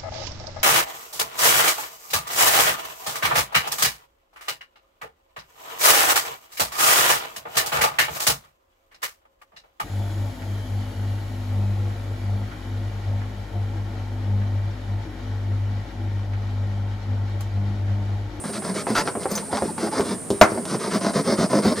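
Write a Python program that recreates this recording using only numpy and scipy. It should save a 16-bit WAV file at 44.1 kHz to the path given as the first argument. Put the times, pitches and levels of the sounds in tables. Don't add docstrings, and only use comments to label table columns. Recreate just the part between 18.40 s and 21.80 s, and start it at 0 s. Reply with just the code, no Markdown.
import sys
import numpy as np
from scipy import signal
from scipy.fft import rfft, irfft
from scipy.io import wavfile

SR = 44100
rng = np.random.default_rng(int(sys.argv[2]) if len(sys.argv) > 2 else 0)


def transcribe(u):
    v = np.clip(np.atleast_2d(u).T, -1, 1)
    q = np.round(v * 32767).astype(np.int16)
    wavfile.write(sys.argv[1], SR, q)


N = 149940

# frequency in Hz, density in dB per Hz.
AIR_COLOUR = [(25, -34), (55, -19.5), (90, -5.5), (170, 0.5), (450, -5), (900, -12.5), (2000, -22),
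              (3500, -30.5), (7000, -26), (11000, -38.5), (13700, -28.5), (16000, -50)]
# frequency in Hz, density in dB per Hz.
HISS_COLOUR = [(5500, -35), (7200, -20.5), (8200, -4.5), (8950, 0.5), (9600, -3.5), (10400, -17.5),
               (11500, -26), (15000, -57)]
# frequency in Hz, 60 dB decay time in s.
YARD_DECAY = [(100, 0.083), (500, 0.33), (2000, 0.32), (6000, 0.23), (15000, 0.089)]
# frequency in Hz, side level in dB.
CAPSULE_SPLIT = [(100, -35), (300, -32), (600, -18), (2000, -16), (5000, -14), (12000, -10)]
# frequency in Hz, initial level in dB, 60 dB decay time in s.
BENCH_MODES = [(209.4, 14.5, 0.12), (327, -1, 0.34), (401, -0.5, 0.43), (520.3, 6.5, 0.13),
               (623, -1.5, 0.14), (1071, 1.5, 0.17), (1106, -6, 0.21), (1354, 7, 0.1), (1378, -6, .12),
               (1540, -4, 0.17), (1618, -1, 0.051), (1702, -4, 0.12), (2070, 8, 0.13), (2240, 11, 0.091)]

# middle in s, nominal pitch in Hz, level in dB.
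SQUEAK_EVENTS = [(.96, 862, -35), (1.032, 867, -33), (1.105, 867, -31.5), (1.183, 834, -24),
                 (1.218, 867, -31), (1.295, 862, -28), (1.387, 890, -32.5), (1.533, 860, -24)]
# start in s, level in dB.
CLINK_EVENTS = [(.904, -40), (.914, -31.5), (.924, -41), (.953, -32), (.96, -33), (.976, -39)]
# frequency in Hz, level in dB, 60 dB decay time in s.
METAL_MODES = [(3780, -12, 0.065), (5050, -4, 0.049), (6130, -3, 0.097), (7000, -4, 0.066),
               (11640, -5, .06), (12500, -9, .06), (13300, -11, 0.06), (15200, -16, 0.1)]

# start in s, thud in dB, knock in dB, knock centre in Hz, tick in dB.
BUMP_EVENTS = [(.04, -20, -22.5, 910, -33), (.222, -25, -23.5, 905, -41), (0.4688, -18, -11, 840, -45),
               (0.554, -20, -9, 1330, -25), (.6755, -23, -12, 1200, -24), (.753, -17, -14, 750, -50),
               (0.771, -19, -15.5, 480, -50), (.833, -42, -33, 1300, -22), (0.8563, -16, -8, 620, -38),
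               (.978, -38, -20, 1440, -15.5), (1.129, -16, -9.5, 650, -40), (1.1717, -30, -15, 1030, -18),
               (1.222, -11, -6.5, 583, -39), (1.253, -18.5, -26, 450, -48), (1.381, -18, -18.5, 1000, -34),
               (1.473, -20, -16, 706, -34), (1.526, -24, -25.5, 800, -38), (1.597, -5, -9, 614, -34),
               (1.608, -36, -17.5, 1170, -20), (1.904, -12, -5, 450, -15), (1.913, -13.5, -33, 400, -48),
               (1.929, -14.5, -29, 380, -50), (2.155, -20, -22, 680, -50), (2.12, -12.5, -15, 560, -48),
               (2.176, -28, -12.5, 650, -50), (2.254, -30, -23, 980, -20.5), (2.344, -33, -18.5, 970, -36),
               (2.988, -8.5, -25, 600, -38), (3.133, -20, -5, 610, -42), (3.184, -13.5, -30, 500, -44),
               (3.256, -2.5, -12, 745, -40)]
# frequency in Hz, density in dB per Hz.
THUD_COLOUR = [(30, -40), (80, -11), (150, -14), (230, -5.5), (420, -7), (700, -25.5), (2000, -53)]
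# multiple of its centre frequency, density in dB per Hz.
KNOCK_COLOUR = [(.15, -28), (.55, 0.5), (1, 8.5), (1.35, 0.5), (1.9, -6), (2.8, -13.5), (5, -31), (14, -78)]
# frequency in Hz, density in dB per Hz.
TICK_COLOUR = [(500, -68), (1800, -10), (3000, 15), (5500, 14), (7800, 11.5), (11000, 3), (15500, -12)]
# frequency in Hz, density in dB per Hz.
CLACK_COLOUR = [(25, -22), (90, -10), (150, -25.5), (300, -3), (520, -3.5), (620, 5), (760, 1), (1100, -1),
                (1400, -3.5), (2300, -10.5), (3000, -23.5), (6000, -33), (15000, -58)]
# frequency in Hz, density in dB per Hz.
CRACK_COLOUR = [(1000, -18), (2500, 7), (6000, 11.5), (9000, 0.5), (15500, -8)]

# start in s, end in s, swish in dB, scrape in dB, board rumble in dB.
SLIDE_EVENTS = [(.546, 0.63, -18.5, -20.5, -28), (0.787, 0.854, -41.5, -32, -32),
                (0.88, 1.026, -36, -28.5, -27), (0.999, 1.12, -46, -41, -36.5),
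                (1.193, 1.327, -39, -37, -26.5), (1.914, 2.026, -43, -63, -44),
                (2.073, 2.165, -41.5, -31.5, -34), (2.131, 2.21, -63, -34.5, -24.5),
                (2.199, 2.28, -68, -39, -32)]
# start in s, end in s, rasp in dB, scrape in dB, board rumble in dB.
STROKE_EVENTS = [(0.037, 0.119, -37, -34.5, -28.5), (.122, 0.199, -32.5, -33, -27),
                 (0.219, 0.338, -37, -29.5, -24.5), (0.339, 0.433, -30, -30, -27.5),
                 (0.462, .548, -35.5, -27, -20), (0.651, 0.706, -39, -25, -27.5),
                 (1.108, 1.207, -34.5, -26, -27.5), (1.374, 1.493, -34, -27, -22.5),
                 (1.51, 1.632, -31.5, -24.5, -24.5), (1.635, 1.763, -34, -30, -23.5),
                 (2.272, 2.377, -31.5, -29, -22), (2.39, 2.501, -31, -26, -27.5),
                 (2.498, 2.594, -28.5, -24, -18.5), (2.604, 2.723, -31.5, -21.5, -20.5),
                 (2.731, 2.823, -29, -21, -17.5), (2.836, 2.963, -33.5, -20, -18),
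                 (2.968, 3.069, -27.5, -20.5, -17), (3.089, 3.214, -31.5, -20, -16),
                 (3.218, 3.341, -28.5, -21, -16.5), (3.352, 3.473, -29, -27.5, -21.5)]
# frequency in Hz, density in dB per Hz.
SWISH_COLOUR = [(500, 3), (1300, 13), (2100, 5), (2900, -1.5), (4000, 4.5), (6000, 0.5), (8000, -6),
                (12500, -15.5), (15500, -29)]
# frequency in Hz, density in dB per Hz.
RASP_COLOUR = [(400, -51), (1200, 13.5), (2100, 5), (2900, -1), (3800, 4), (4800, 4), (6300, 0.5),
               (7800, -5.5), (11000, -14.5), (15500, -35)]
# frequency in Hz, density in dB per Hz.
SCRAPE_COLOUR = [(150, -48), (350, -2), (560, 3), (680, 3), (780, -6), (920, -5), (1030, -1.5), (1200, -12),
                 (1370, -10), (1700, -17), (2150, -13.5), (2650, -41), (5000, -12), (12000, -56)]
# frequency in Hz, density in dB per Hz.
RUMBLE_COLOUR = [(30, -41), (75, -27.5), (120, -10.5), (200, 2.5), (300, -4), (430, -5), (650, -32.5),
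                 (1500, -50)]

AIR_MID_DB, AIR_SIDE_RATIO = -38, 0.49
HISS_MID_DB, HISS_SIDE_RATIO, HISS_PAN_DB = -39, 0.55, -1.2
YARD_DB = -18.5
EDGE_HZ = 15900

MODES_DB, SCATTER_DB, SCATTER_T60_S = -12, 3, 0.12
RUB_MODES_DB, RUB_SCATTER_DB = -29, -1.5

SQUEAK_S, SQUEAK_WOBBLE, SQUEAK_WOBBLE_STEP_S = 0.032, 0.028, 0.0054
CLINK_RATTLE_DB, CLINK_RATTLE_STEP_S = 4.5, 0.00155
KNOCK_PEAK_S, KNOCK_CHATTER = 0.0036, 0.9
CLACK_S, CLACK_DB, CLACK_CRACK_DB, CLACK_THUD_DB = 2.013, 11, 3, -1.5

RASP_LAW, SCRAPE_LAW, RUMBLE_LAW = 0.7, 0.72, 0.73
RASP_SKEW, SCRAPE_SKEW, RUMBLE_SKEW = 0.76, 1.04, 1.05
SLIPS_PER_S, SLIP_SPREAD_DB, SLIP_SMOOTH = 600, 3.8, 0.36
GRAINS_PER_S, GRAIN_SPREAD_DB, GRAIN_SMOOTH = 9000, 2.5, 0.58
LUMP_STEP_S, LUMP_DB = 0.0102, 2.5
TOOL_DECAY_S, TOOL_RING = 0.0052, 0.61
STROKE_TRIM_DB, SLIDE_TRIM_DB = -2.5, -3.0


def amp(db):
    return 10 ** (np.asarray(db) / 20)


def unit(x):
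    return x / np.sqrt(np.sum(x ** 2) + 1e-20)


def read(points, hz):
    f, value = np.transpose(points)
    return np.interp(np.log(hz + 1), np.log(f + 1), value)


def add(mix, start_s, sound):
    part = mix[max(round(start_s * SR), 0):][:len(sound)]
    part += sound[:len(part)]


def through(x, response):
    return signal.fftconvolve(x, response)[:len(x)]


def wander(size, step_s):
    position = np.arange(size) / SR / step_s + rng.random()
    return np.interp(position, np.arange(200), rng.standard_normal(200))


def colour(points, size=8192):
    log_gain = np.log(amp(read(points, abs(np.fft.fftfreq(size, 1 / SR)))))
    spectrum = np.exp(np.conj(signal.hilbert(log_gain)))
    return unit(np.fft.ifft(spectrum).real[:size // 2])


def steady(points, mid_db, side_ratio):
    mid, side = (signal.fftconvolve(rng.standard_normal(N + SR), colour(points))[SR:SR + N]
                 for _ in range(2))
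    return amp(mid_db) * np.array([mid + side_ratio * side, mid - side_ratio * side])


def outdoor_air():
    return steady(AIR_COLOUR, AIR_MID_DB, AIR_SIDE_RATIO)


def high_hiss():
    return steady(HISS_COLOUR, HISS_MID_DB, HISS_SIDE_RATIO) * amp([[HISS_PAN_DB], [-HISS_PAN_DB]])


def yard(x):
    hz, t, z = signal.stft(rng.standard_normal((2, SR // 2)), SR, nperseg=256)
    decay = amp(-60 * t / read(YARD_DECAY, hz)[:, None])
    tails = signal.istft(z * decay, SR, nperseg=256)[1]
    return np.array([through(x, unit(tail)) for tail in tails])


def capsules(x):
    side_gain = amp(read(CAPSULE_SPLIT, np.fft.rfftfreq(N, 1 / SR)))
    side = irfft(1j * rfft(x) * side_gain, N)
    return np.array([x + side, x - side])


def bench(modes_db, scatter_db, size=11000):
    t = np.arange(size) / SR
    modes = sum(amp(db - 60 * t / t60_s) * np.cos(2 * np.pi * hz * t) for hz, db, t60_s in BENCH_MODES)
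    dense = rng.standard_normal(size) * amp(-60 * t / SCATTER_T60_S)
    dense *= 1 - np.exp(-t / 0.001)
    return (t == 0) + amp(modes_db) * unit(modes) + amp(scatter_db) * unit(dense)


def ring(points, modes_db=MODES_DB, scatter_db=SCATTER_DB):
    return unit(through(bench(modes_db, scatter_db), colour(points)))


def squeaks():
    out, size = np.zeros(N), round(SQUEAK_S * SR)
    for middle_s, hz, db in SQUEAK_EVENTS:
        pitch_hz = hz * (1 + SQUEAK_WOBBLE * wander(size, SQUEAK_WOBBLE_STEP_S))
        tone = np.sin(2 * np.pi * np.cumsum(pitch_hz) / SR)
        add(out, middle_s - SQUEAK_S / 2, amp(db) * np.hanning(size) * tone)
    return out


def clinks():
    out, t = np.zeros(N), np.arange(SR // 5) / SR
    for start_s, level_db in CLINK_EVENTS:
        for hz, db, t60_s in METAL_MODES:
            rattle_db = CLINK_RATTLE_DB * wander(len(t), CLINK_RATTLE_STEP_S)
            envelope = amp(level_db + rattle_db + db - 60 * t / t60_s)
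            add(out, start_s, rng.normal() * envelope * np.sin(2 * np.pi * hz * t))
    return out


def knock(centre_hz):
    t = np.arange(SR // 20) / SR
    burst = rng.standard_normal(len(t)) * t * np.exp(-t / KNOCK_PEAK_S)
    chatter = (t == 0) + KNOCK_CHATTER * unit(burst)
    points = [(multiple * centre_hz, db) for multiple, db in KNOCK_COLOUR]
    return unit(through(ring(points, modes_db=-14, scatter_db=-4), chatter))


def bumps():
    out = np.zeros(N)
    for start_s, thud_db, knock_db, centre_hz, tick_db in BUMP_EVENTS:
        thud = 7 * amp(thud_db) * ring(THUD_COLOUR, modes_db=-17.5)
        body = 6 * amp(knock_db) * knock(centre_hz)
        tick = 3 * amp(tick_db) * ring(TICK_COLOUR)
        add(out, start_s, thud + body + tick)
    return out


def clack():
    out = np.zeros(N)
    thud = 8 * amp(CLACK_THUD_DB) * ring(THUD_COLOUR)
    body = 11 * amp(CLACK_DB) * ring(CLACK_COLOUR, modes_db=-15.5, scatter_db=-5.5)
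    crack = 4 * amp(CLACK_CRACK_DB) * ring(CRACK_COLOUR, modes_db=-32, scatter_db=-5.5)
    add(out, CLACK_S, thud + body + crack)
    return out


def slips(size, per_s, spread_db, smooth):
    strength = amp(spread_db * np.minimum(rng.exponential(1, size), 4))
    kicks = (rng.random(size) < per_s / SR) * rng.choice([-1, 1], size) * strength
    friction = unit(rng.standard_normal(size))
    return unit(unit(kicks) + smooth * friction) * np.sqrt(size)


def tool_ring():
    t = np.arange(SR // 10) / SR
    return (t == 0) + TOOL_RING * unit(rng.standard_normal(len(t)) * np.exp(-t / TOOL_DECAY_S))


def rub(start_s, end_s, top_db, scrape_db, rumble_db, top_colour):
    size = round((end_s - start_s) * SR)
    u, out = np.linspace(0, 1, size), np.zeros(size + SR // 2)
    grains = slips(SR // 2, GRAINS_PER_S, GRAIN_SPREAD_DB, GRAIN_SMOOTH)[:size]
    coarse = slips(SR // 2, SLIPS_PER_S, SLIP_SPREAD_DB, SLIP_SMOOTH)[:size]
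    coarse = coarse * amp(LUMP_DB * wander(size, LUMP_STEP_S))
    top = through(tool_ring(), colour(top_colour))
    scrape = ring(SCRAPE_COLOUR, RUB_MODES_DB, RUB_SCATTER_DB)
    rumble = ring(RUMBLE_COLOUR, RUB_MODES_DB, RUB_SCATTER_DB)
    for drive, db, law, skew, response in [(grains, top_db, RASP_LAW, RASP_SKEW, top),
                                           (coarse, scrape_db, SCRAPE_LAW, SCRAPE_SKEW, scrape),
                                           (coarse, rumble_db, RUMBLE_LAW, RUMBLE_SKEW, rumble)]:
        force = abs(np.sin(np.pi * u ** skew)) ** law
        layer = unit(signal.fftconvolve(drive * force, response))
        add(out, 0, amp(db) * np.linalg.norm(force) * layer)
    return out


def slides():
    out = np.zeros(N)
    for row in SLIDE_EVENTS:
        add(out, row[0], amp(SLIDE_TRIM_DB) * rub(*row, SWISH_COLOUR))
    return out


def strokes():
    out = np.zeros(N)
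    for row in STROKE_EVENTS:
        add(out, row[0], amp(STROKE_TRIM_DB) * rub(*row, RASP_COLOUR))
    return out


def scene():
    background = outdoor_air() + high_hiss()
    work = squeaks() + clinks() + bumps() + clack() + slides() + strokes()
    return background + amp(YARD_DB) * yard(work) + capsules(work)


def record(dry):
    clipped = np.clip(dry, -1, 1)
    low_pass = signal.firwin(301, EDGE_HZ, window=("kaiser", 8), fs=SR)
    return signal.oaconvolve(clipped, low_pass[None], "same")


dry = scene()
out = record(dry)
transcribe(out)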